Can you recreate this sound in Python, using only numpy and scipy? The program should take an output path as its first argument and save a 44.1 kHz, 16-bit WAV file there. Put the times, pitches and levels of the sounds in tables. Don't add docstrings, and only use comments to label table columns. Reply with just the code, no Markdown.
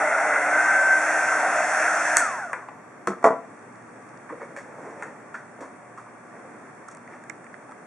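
import sys
import numpy as np
from scipy import signal
from scipy.fft import rfft, irfft, next_fast_len
from scipy.io import wavfile
from scipy.ndimage import uniform_filter1d, minimum_filter1d

SR = 44100
rng = np.random.default_rng(int(sys.argv[2]) if len(sys.argv) > 2 else 0)


def output_pcm(signal):
    pcm = np.clip(np.atleast_2d(signal).T, -1, 1) * 32767
    wavfile.write(sys.argv[1], SR, np.round(pcm).astype(np.int16))


def invert_db(level):
    return 10 ** (np.asarray(level, dtype=float) / 20)


N = 346999
T = np.arange(N) / SR
FAST = next_fast_len(N)
GUN_N = int(2.85 * SR)

# multiple of shaft speed, level in dB.
SHAFT_ORDERS = [(1, -8.5), (2, -2.5), (3, -4), (4, -5), (6, -4.5), (7, -6)]
# multiple of shaft speed, level in dB.
BRUSH_ORDERS = [(12, -15), (20, 3.5), (24, 4), (25, 2), (26, -0.5), (27, -1), (29, 5.5), (30, 10), (31, 8),
                (33, 8), (35, 12), (37, -2), (41, 7), (45, 16.5)]
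# centre in Hz, width in Hz, gain in dB.
DUCT_MODES = [(1500, 260, 0), (1090, 220, 1.5), (2300, 500, -12)]
# time in seconds, level in dB.
BEAM = [(0, -37.5), (.5, -32), (.54, -21.5), (.93, -18), (1.07, -30), (1.36, -24.5), (1.5, -36.5),
        (2.15, -36.5), (2.2, -26)]
# time in seconds, housing roar in dB.
INTAKE = [(0, -24), (.4, -24.5), (.7, -26.5), (1.0, -28), (1.45, -25), (1.7, -27.5), (1.9, -27),
          (2.17, -29)]
# time in seconds, share turned aside from 0 to 1.
ASIDE = [(0, 0.1), (.45, 0.), (.6, 0.53), (.9, 0.38), (1.1, 0.87), (1.45, 0.62), (1.8, 1), (2.1, 1.01),
         (2.75, 0.8)]
# centre in Hz, width in Hz, level in dB, change when turned aside in dB.
HOUSING = [(286, 220, -19, -0.5), (458, 85, -16.5, -5), (630.3, 94, 0, -0.5), (725.3, 110, 1.5, 0.5),
           (957, 420, -1, 1.5)]
# centre in Hz, width in Hz, level in dB, change when turned aside in dB.
BARREL = [(1391, 160, -5, 0), (1533, 330, -3.5, 1.5)]
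# centre in Hz, width in Hz, level in dB, change when turned aside in dB.
NOZZLE = [(1750, 370, -5, 6), (2050, 180, 4, -8), (2600, 500, -2, 5)]
# centre in Hz, width in Hz, level in dB, change when turned aside in dB.
JET = [(3500, 1500, -4.5, -1), (6080, 2400, -1.5, 4), (8100, 2500, -1, 0), (10330, 2500, 2, 1.5)]
# start in seconds, peak in dB, treble against body in dB, body in Hz,
# ring T60 in seconds.
CLICKS = [
    (2.169, -7.5, -1, 2035, 0.026),
    (2.5305, -17.5, -26, 1750, 0.058),
    (2.532, -24, -40, 785, 0.044),
    (2.684, -31.5, -36, 883, 0.05),
    (2.686, -31, -34, 2500, .05),
    (5.0235, -21, -28, 2050, 0.028),
    (5.033, -30.5, -17, 1530, 0.027),
]
# start in seconds, peak in dB, treble in dB,
# brightness in dB per octave.
SET_DOWN = [(3.0711, -23, 0, -4), (3.0725, -12, 8, 2.5), (3.081, -18.5, -10, -3.5), (3.091, -22, -20, -4),
            (3.103, -20, -20, 0.5), (3.118, -23.5, -18, -2), (3.134, -26, -24, 0), (3.227, -24, -2, 7),
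            (3.2415, -0.6, -4.5, 3), (3.253, -4, -6, 3), (3.262, -5.5, -3, 2), (3.271, -5, -16, -1.5),
            (3.285, -12, -20, -2), (3.305, -12.5, -25, -0.5), (3.32, -20.5, -26, 2),
            (3.331, -19.5, -21, -4)]
# frequency in Hz, level in dB, T60 in seconds.
TIP_MODES = [(200, -7.5, 0.11), (298, -20, 0.081), (364, -5, 0.11), (465, -4.5, 0.073), (660, -8, 0.064),
             (860, -10, 0.05), (1134, 1.5, 0.022), (1230, 5, 0.029), (1306, -7, .06), (1460, -7, .05),
             (1750, -13, .04), (2000, -10.5, .03)]
# frequency in Hz, level in dB, T60 in seconds.
BODY_MODES = [(318, -18.5, 0.1), (462, -4.5, 0.093), (519, -5.5, 0.1), (581, -9, 0.11), (663, 3.5, 0.083),
              (736, -9, 0.052), (911, -12, 0.07), (1020, -1, 0.055), (1140, 4.5, 0.035), (1348, -2, 0.043),
              (1540, -15, .04), (1790, -15.5, 0.04), (1950, -7.5, 0.05), (2280, -12.5, 0.03)]
# start in seconds, peak in dB, treble against body in dB, body in Hz,
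# ring T60 in seconds.
TAPS = [(4.29, -36, -36.5, 1700, 0.16), (4.297, -34, -40, 1100, 0.15), (4.302, -38, -45, 330, .15),
        (4.321, -30, -46, 527, 0.11), (4.406, -37, -33, 1750, .12), (4.411, -30.5, -36, 537, 0.1),
        (4.416, -35.5, -40, 1140, 0.1), (4.425, -39, -40, 1700, 0.11), (4.503, -36, -39, 524, 0.11),
        (4.562, -29, -23.5, 1820, 0.13), (4.569, -36, -30, 600, .12), (4.585, -35, -29, 1800, .15),
        (4.71, -42, -40, 724, .1), (4.776, -39, -40, 619, .1), (4.869, -36.5, -36, 495, .12),
        (5.341, -27.5, -28.5, 1520, 0.19), (5.586, -39, -40, 546, 0.11), (5.605, -33.5, -21.5, 570, 0.3),
        (5.612, -37, -40, 300, 0.23), (5.62, -36, -32, 1050, 0.33), (5.974, -33, -29, 1140, 0.25),
        (6.06, -41, -45, 1117, 0.22), (6.337, -43, -40, 724, .1), (6.419, -45.5, -33, 530, 0.2)]
# start in seconds, peak in dB, treble against body in dB,
# body in Hz, left minus right in dB.
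TICKS = [(6.8838, -31.5, -19, 1306, -6), (6.8872, -41, -7, 1500, -3), (6.9134, -47, -5, 1260, 2),
         (6.9484, -46, -2, 1320, 2.5), (6.97, -38, -14, 1290, -2.0), (7.0756, -36.5, -24, 1970, -2),
         (7.238, -38, -19, 1680, -1), (7.2973, -24, -17, 2230, -12), (7.443, -41.5, -14.5, 1700, 0.5),
         (7.4654, -38, -33.5, 2040, -11.5), (7.5408, -33, -37, 1950, -9), (7.6922, -35.5, -30, 900, -2.0),
         (7.711, -37, -17, 1630, 0), (7.7194, -33.5, -25.5, 1410, -1.5)]
# loudest moment in seconds, level in dB, seconds to fade 20 dB either
# side, dull part in dB, treble part in dB.
STROKES = [(4.45, -38, 0.03, -4, -28), (4.87, -42, 0.42, 6.5, -22), (5.04, -36.5, 0.11, -3, -26),
           (6.37, -43, 0.1, -2, -32), (6.92, -58, 0.04, -7, 4), (7.14, -34, 0.09, -10, -35),
           (7.7, -66, 0.5, -1, -14)]
# start in seconds, peak in dB.
LENS_TICKS = [(3.5912, -54), (3.6254, -58), (3.7244, -56), (3.7574, -53), (3.8242, -55), (3.8911, -56),
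              (4.0243, -53.5), (4.0916, -50.5), (4.1748, -49)]
# start in seconds, centre in Hz, width in Hz, level in dB.
FOCUS_HISS = (3.5, 9049.5, 598.5, -47)
# frequency in Hz, level in dB.
HUM = [(119, -54.5), (141, -75.5), (240, -59.5), (600, -61.5), (719, -57), (1153, -57.5), (7881, -56.5),
       (13000, -51), (13980, -49)]
# frequency in Hz, level in dB.
ROOM_TONE = [(30, -10.5), (100, 6.5), (400, 1), (1500, 0), (6000, -5), (14000, 1.5)]
# frequency in Hz, left-right correlation.
ROOM_LIKENESS = [(60, 0), (150, 1), (400, 0.63), (2000, 0.58), (4500, 0), (9000, 0)]
# frequency in Hz, gain in dB.
MIC = [(25, -28.5), (80, -23.5), (115, -9), (250, 0.5), (1000, -1), (1800, -3.5), (2300, -9), (2800, -19.5),
       (4000, -28), (5600, -18), (8500, -21), (10300, -30), (11600, -39), (15500, -51)]
# centre in Hz, width in Hz.
NOTCHES = [(3000, 225), (4000, 200), (5000, 377)]

LOADED_HZ, FREE_HZ, SWING_S, SWING_LEN_S = 298.1, 309.5, 0.52, 0.036
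SWITCH_S, COAST_TAU_S, FRICTION_HZ = 2.185, 0.48, 80.3
BLADE_LAW_DB, UPPER_LAW_DB, ORDERS_LAW_DB = 55.5, 30, 95
HOUSING_LAW_DB, BARREL_LAW_DB, NOZZLE_LAW_DB, JET_LAW_DB = 37.5, 44.5, 58.5, 47.5
BLADE_DB, UPPER_DB, ORDERS_DB, BRUSH_DB = 6.5, -31, -36.5, -39.5
BARREL_DB, BARREL_PER_BEAM, NOZZLE_DB, SPILL_DB = -23.5, 0.15, -22, -36.5
JET_DB, JET_ASIDE_DB = -20, 3.5
TICK_T60_S, TAP_PAN_DB, CLICK_PAN_DB = 0.027, -0.8, 0.9
ROOM_T60_S, ROOM_TREBLE_T60_S, ROOM_TONE_DB = 0.34, 0.29, -34.5
GATE_DB, GATE_SCATTER_DB = -12.5, 3


def on_log(table, hz):
    f, v = np.transpose(table)
    return np.interp(np.log(hz + 1), np.log(f), v)


def unit(x):
    return x / np.sqrt(np.mean(x ** 2))


def walk(rate_hz):
    step = T * rate_hz
    levels = rng.standard_normal(int(step[-1]) + 2)
    k = step.astype(int)
    ramp = step - k
    smooth = ramp ** 2 * (3 - 2 * ramp)
    return 1.2 * (levels[k] + (levels[k + 1] - levels[k]) * smooth)


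def resonate(x, hz, width_hz):
    return signal.lfilter(*signal.iirpeak(hz, hz / width_hz, fs=SR), x)


def resonate_twice(x, hz, width_hz):
    return resonate(resonate(x, hz, width_hz), hz, 2 * width_hz)


def place(x, pan_db, lag_samples):
    delay = np.exp(-2j * np.pi * np.fft.rfftfreq(FAST) * lag_samples)
    late = irfft(rfft(x, FAST) * delay, FAST)[:N]
    return np.array([x * invert_db(pan_db / 2), late * invert_db(-pan_db / 2)])


def speed():
    t = T[:GUN_N]
    swung = np.clip((t - SWING_S) / SWING_LEN_S + 0.5, 0, 1)
    running_hz = LOADED_HZ + (FREE_HZ - LOADED_HZ) * swung
    drag = np.exp(-np.maximum(t - SWITCH_S, 0) / COAST_TAU_S)
    hz = np.maximum((running_hz + FRICTION_HZ) * drag - FRICTION_HZ, 1)
    return hz, np.log10(hz / running_hz)


def fan():
    t = T[:GUN_N]
    shaft_hz, slowed = speed()
    phase = 2 * np.pi * np.cumsum(shaft_hz * (1 + 0.0015 * walk(20)[:GUN_N])) / SR
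    beam_db = np.interp(t, *np.transpose(BEAM))
    blade_db = beam_db + BLADE_LAW_DB * slowed + BLADE_DB + 1.1 * walk(30)[:GUN_N]
    out = invert_db(blade_db) * np.sin(5 * phase)
    for order, db in (6, -3), (10, 9), (15, 4), (17, -3), (21, 4):
        duct = sum(invert_db(g) / (1 + (2 * (order * shaft_hz - hz) / w) ** 2) for hz, w, g in DUCT_MODES)
        upper_db = UPPER_DB + UPPER_LAW_DB * slowed + db + 1.6 * walk(25)[:GUN_N]
        out += duct * invert_db(upper_db) * np.sin(order * phase)
    current = np.clip((SWITCH_S - t) / 0.01, 0, 1)
    orders_level = invert_db(ORDERS_DB + ORDERS_LAW_DB * slowed)
    brush_level = invert_db(BRUSH_DB) * current
    for table, level in (SHAFT_ORDERS, orders_level), (BRUSH_ORDERS, brush_level):
        for order, db in table:
            waver = invert_db(db + 2.2 * walk(8.04)[:GUN_N])
            out += level * waver * np.sin(order * phase + 6 * rng.random())
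    return np.pad(out, (0, N - GUN_N))


def cavities(peaks, flicker_db):
    aside = np.interp(T[:GUN_N], *np.transpose(ASIDE))
    out = np.zeros(GUN_N)
    for hz, width_hz, db, change_db in peaks:
        level = invert_db(db + aside * change_db + flicker_db * walk(12)[:GUN_N])
        out += level * unit(resonate_twice(rng.standard_normal(GUN_N), hz, width_hz))
    return unit(out)


def air():
    t, slowed = T[:GUN_N], speed()[1]
    intake_db, beam_db, aside = (np.interp(t, *np.transpose(c)) for c in (INTAKE, BEAM, ASIDE))

    def padded(x):
        return np.pad(x, (0, N - GUN_N))

    barrel_db = BARREL_DB + BARREL_PER_BEAM * (beam_db + 29.5) + BARREL_LAW_DB * slowed
    near = invert_db(intake_db + HOUSING_LAW_DB * slowed) * cavities(HOUSING, 1.4)
    near += invert_db(barrel_db) * cavities(BARREL, 2.4)
    near += invert_db(NOZZLE_DB + NOZZLE_LAW_DB * slowed) * cavities(NOZZLE, 1.2)
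    jet_level = invert_db(JET_DB + JET_ASIDE_DB * aside + JET_LAW_DB * slowed)
    core, left, right = (padded(jet_level * cavities(JET, 1.0)) for _ in range(3))
    spill = padded(invert_db(SPILL_DB + NOZZLE_LAW_DB * slowed) * cavities(NOZZLE, 1.2)) * np.array([[1], [-1]])
    return place(padded(near), -0.2, 0.7) + spill + place(core, 0.4, 1.18) + 0.77 * np.array([left, right])


def strikes(table, crack_s, crack_hz, crack_width_hz, spread, attack_s, contact, bench, bench_hz):
    out, t = np.zeros((2, N + SR)), T[:SR // 3]
    rise = np.minimum((t + 1 / SR) / attack_s, 1)
    for s, db, treble_db, hz, t60_s, pan_db in table:
        grit = rng.standard_normal((2, len(t)))
        grit[:, 0] += 3.0
        push = grit[0] * invert_db(-60 * t / (contact * t60_s)) * rise
        part = resonate_twice(push, hz, spread * hz)
        wood = resonate(resonate(push, bench_hz, 1.1 * bench_hz), bench_hz, 1.4 * bench_hz)
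        body = part / abs(part).max() + bench * wood / abs(wood).max()
        crack = resonate_twice(grit[1] * invert_db(-60 * t / crack_s) * rise, crack_hz, crack_width_hz)
        blow = body + invert_db(treble_db + 31.5) * crack / abs(crack).max()
        i = int(s * SR)
        out[:, i:i + len(t)] += invert_db(db + 2.0 + np.array([[pan_db], [-pan_db]]) / 2) * blow
    return out[:, :N]


def switch_clicks():
    return strikes([(*c, CLICK_PAN_DB) for c in CLICKS],
                   crack_s=0.0052, crack_hz=8400.0, crack_width_hz=3600.0, spread=0.41,
                   attack_s=0.0005, contact=0.92, bench=0.92, bench_hz=1600.0)


def set_down():
    out, t = np.zeros(N + SR), T[:SR // 2]
    for s, db, treble_db, bright_db in SET_DOWN:
        modes = TIP_MODES if s < 3.2 else BODY_MODES
        shares = invert_db(1.6 * rng.standard_normal(len(modes)))
        ring = np.zeros(len(t))
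        for (hz, mode_db, t60_s), share in zip(modes, shares):
            level_db = mode_db + bright_db * np.log2(hz / 800) - 60 * t / t60_s
            ring += share * invert_db(level_db) * np.cos(2 * np.pi * hz * t)
        ring *= invert_db(31.64 * uniform_filter1d(rng.standard_normal(len(t)), size=150))
        ring *= np.minimum(t / 0.00094, 1) ** 2
        ring *= 0.39 / np.sqrt(np.mean(ring[:400] ** 2))
        rattle = rng.standard_normal(len(t))
        thud = 0.13 * unit(resonate(rattle, 1200.0, 910.0)) * invert_db(-60 * t / 0.085)
        crack_decay = invert_db(-60 * t / 0.0077) + 0.39 * invert_db(-60 * t / 0.14)
        crack = invert_db(treble_db) * resonate(rattle, 6300.0, 10500.0) * crack_decay
        i = int(s * SR)
        out[i:i + len(t)] += invert_db(db) * (ring + thud + crack)
    return place(out[:N], 0.1, 1.17)


def tool_taps():
    return strikes([(*c, TAP_PAN_DB) for c in TAPS],
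                   crack_s=0.28, crack_hz=5600.0, crack_width_hz=9700.0, spread=0.25,
                   attack_s=0.0019, contact=0.82, bench=0.8, bench_hz=1350.0)


def wire_ticks():
    return strikes([(*c[:-1], TICK_T60_S, c[-1]) for c in TICKS],
                   crack_s=0.0088, crack_hz=7940.0, crack_width_hz=6500.0, spread=0.31,
                   attack_s=0.00032, contact=0.93, bench=1.0, bench_hz=2300.0)


def rustle():
    grains = rng.standard_normal(N) * invert_db(1.4 * walk(80))
    dull = unit(resonate(grains, 550.0, 370.0))
    mid = unit(resonate(grains, 1400.0, 1900.0))
    treble = unit(resonate(grains, 7000.0, 6000.0))
    out = np.zeros(N)
    for s, db, fade_s, dull_db, treble_db in STROKES:
        swell = invert_db(db - 5.0 - 20 * abs(T - s) / fade_s)
        out += swell * (mid + invert_db(dull_db) * dull + invert_db(treble_db + 25) * treble)
    return place(out, -0.64, 0.0)


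def room(x):
    t = T[:SR // 2]
    tail = rng.standard_normal((2, 2, len(t)))
    low = signal.lfilter(*signal.butter(2, 2500.0, fs=SR), tail[0])
    high = signal.lfilter(*signal.butter(2, 2500.0, "high", fs=SR), tail[1])
    echo = low * invert_db(-60 * t / ROOM_T60_S) + high * invert_db(-60 * t / ROOM_TREBLE_T60_S)
    echo = echo * np.clip((t - 0.004) / 0.003, 0, 1)
    shared = echo[0]
    echo = (shared + 0.47 * echo) / np.sqrt(np.sum(shared ** 2))
    return signal.fftconvolve(x, echo, axes=-1)[:, :N]


def lens():
    push = np.zeros(N)
    for s, db in LENS_TICKS:
        push[int(s * SR)] = invert_db(db + 43.0)
    start_s, hz, width_hz, db = FOCUS_HISS
    band = resonate(resonate(rng.standard_normal((2, N)), hz, width_hz), hz, width_hz)
    hiss = unit(band) * invert_db(db + 1.3 * walk(3.2)) * (T > start_s)
    return resonate(push, 4900.0, 2500.0) + hiss


def workshop():
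    hz = np.fft.rfftfreq(FAST, 1 / SR)
    like = on_log(ROOM_LIKENESS, hz)
    mid, side = rfft(rng.standard_normal((2, FAST))) * invert_db(on_log(ROOM_TONE, hz))
    ports = np.sqrt(1 + like) * mid + np.sqrt(1 - like) * side * np.array([[1], [-1]])
    tone = irfft(ports, FAST)[:, :N]
    hum = np.zeros(N)
    for hum_hz, db in HUM:
        hum += invert_db(db + 2.0 * walk(3.7)) * np.sin(2 * np.pi * hum_hz * T + 1.3 * walk(3))
    return invert_db(ROOM_TONE_DB + 0.5 * walk(1.83)) * unit(tone) + hum


def scene():
    gun = place(fan(), 0.2, 0.81) + air()
    clicks, knocks, taps, ticks = switch_clicks(), set_down(), tool_taps(), wire_ticks()
    sent = invert_db(-14.5) * gun + invert_db(-8) * clicks + invert_db(-20.0) * ticks + invert_db(-10.5) * taps + invert_db(-12.5) * knocks
    return gun + clicks + ticks + taps + knocks + rustle() + room(sent) + lens() + workshop()


def microphone(x):
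    log_gain = np.log(invert_db(on_log(MIC, np.fft.rfftfreq(4096, 1 / SR))))
    causal = irfft(log_gain) * np.r_[1, 2 * np.ones(2047), 1, np.zeros(2047)]
    response = irfft(np.exp(rfft(causal)))[None, :2048]
    x = signal.fftconvolve(x, response, axes=-1)[:, :N]
    for hz, width_hz in NOTCHES:
        notch = signal.iirnotch(hz, hz / width_hz, fs=SR)
        x = signal.lfilter(*notch, signal.lfilter(*notch, x))
    return x


def band_gate(x):
    hz, _, z = signal.stft(x, SR, nperseg=1024)
    power = np.mean(abs(z) ** 2, axis=0)
    power = uniform_filter1d(uniform_filter1d(power, size=5, axis=0), size=3, axis=1)
    hiss = minimum_filter1d(np.mean(power[(hz > 8600) & (hz < 9500)], axis=0), size=7)
    wobble = np.repeat(rng.uniform(-1, 1, len(hiss) // 4 + 1), 4)[:len(hiss)]
    bar_db = GATE_DB + GATE_SCATTER_DB * wobble - 3.0 * (hz[:, None] < 6000)
    keep = (power > hiss * invert_db(2 * bar_db)) | (hz[:, None] < 2700)
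    return signal.istft(z * keep, SR, nperseg=1024)[1][:, :N]


def roll_off(x):
    return signal.sosfilt(signal.butter(12, 15320, fs=SR, output="sos"), x)


def record(dry):
    mix = np.clip(band_gate(microphone(dry)), -1, 1)
    return roll_off(mix)


dry = scene()
out = record(dry)
output_pcm(out)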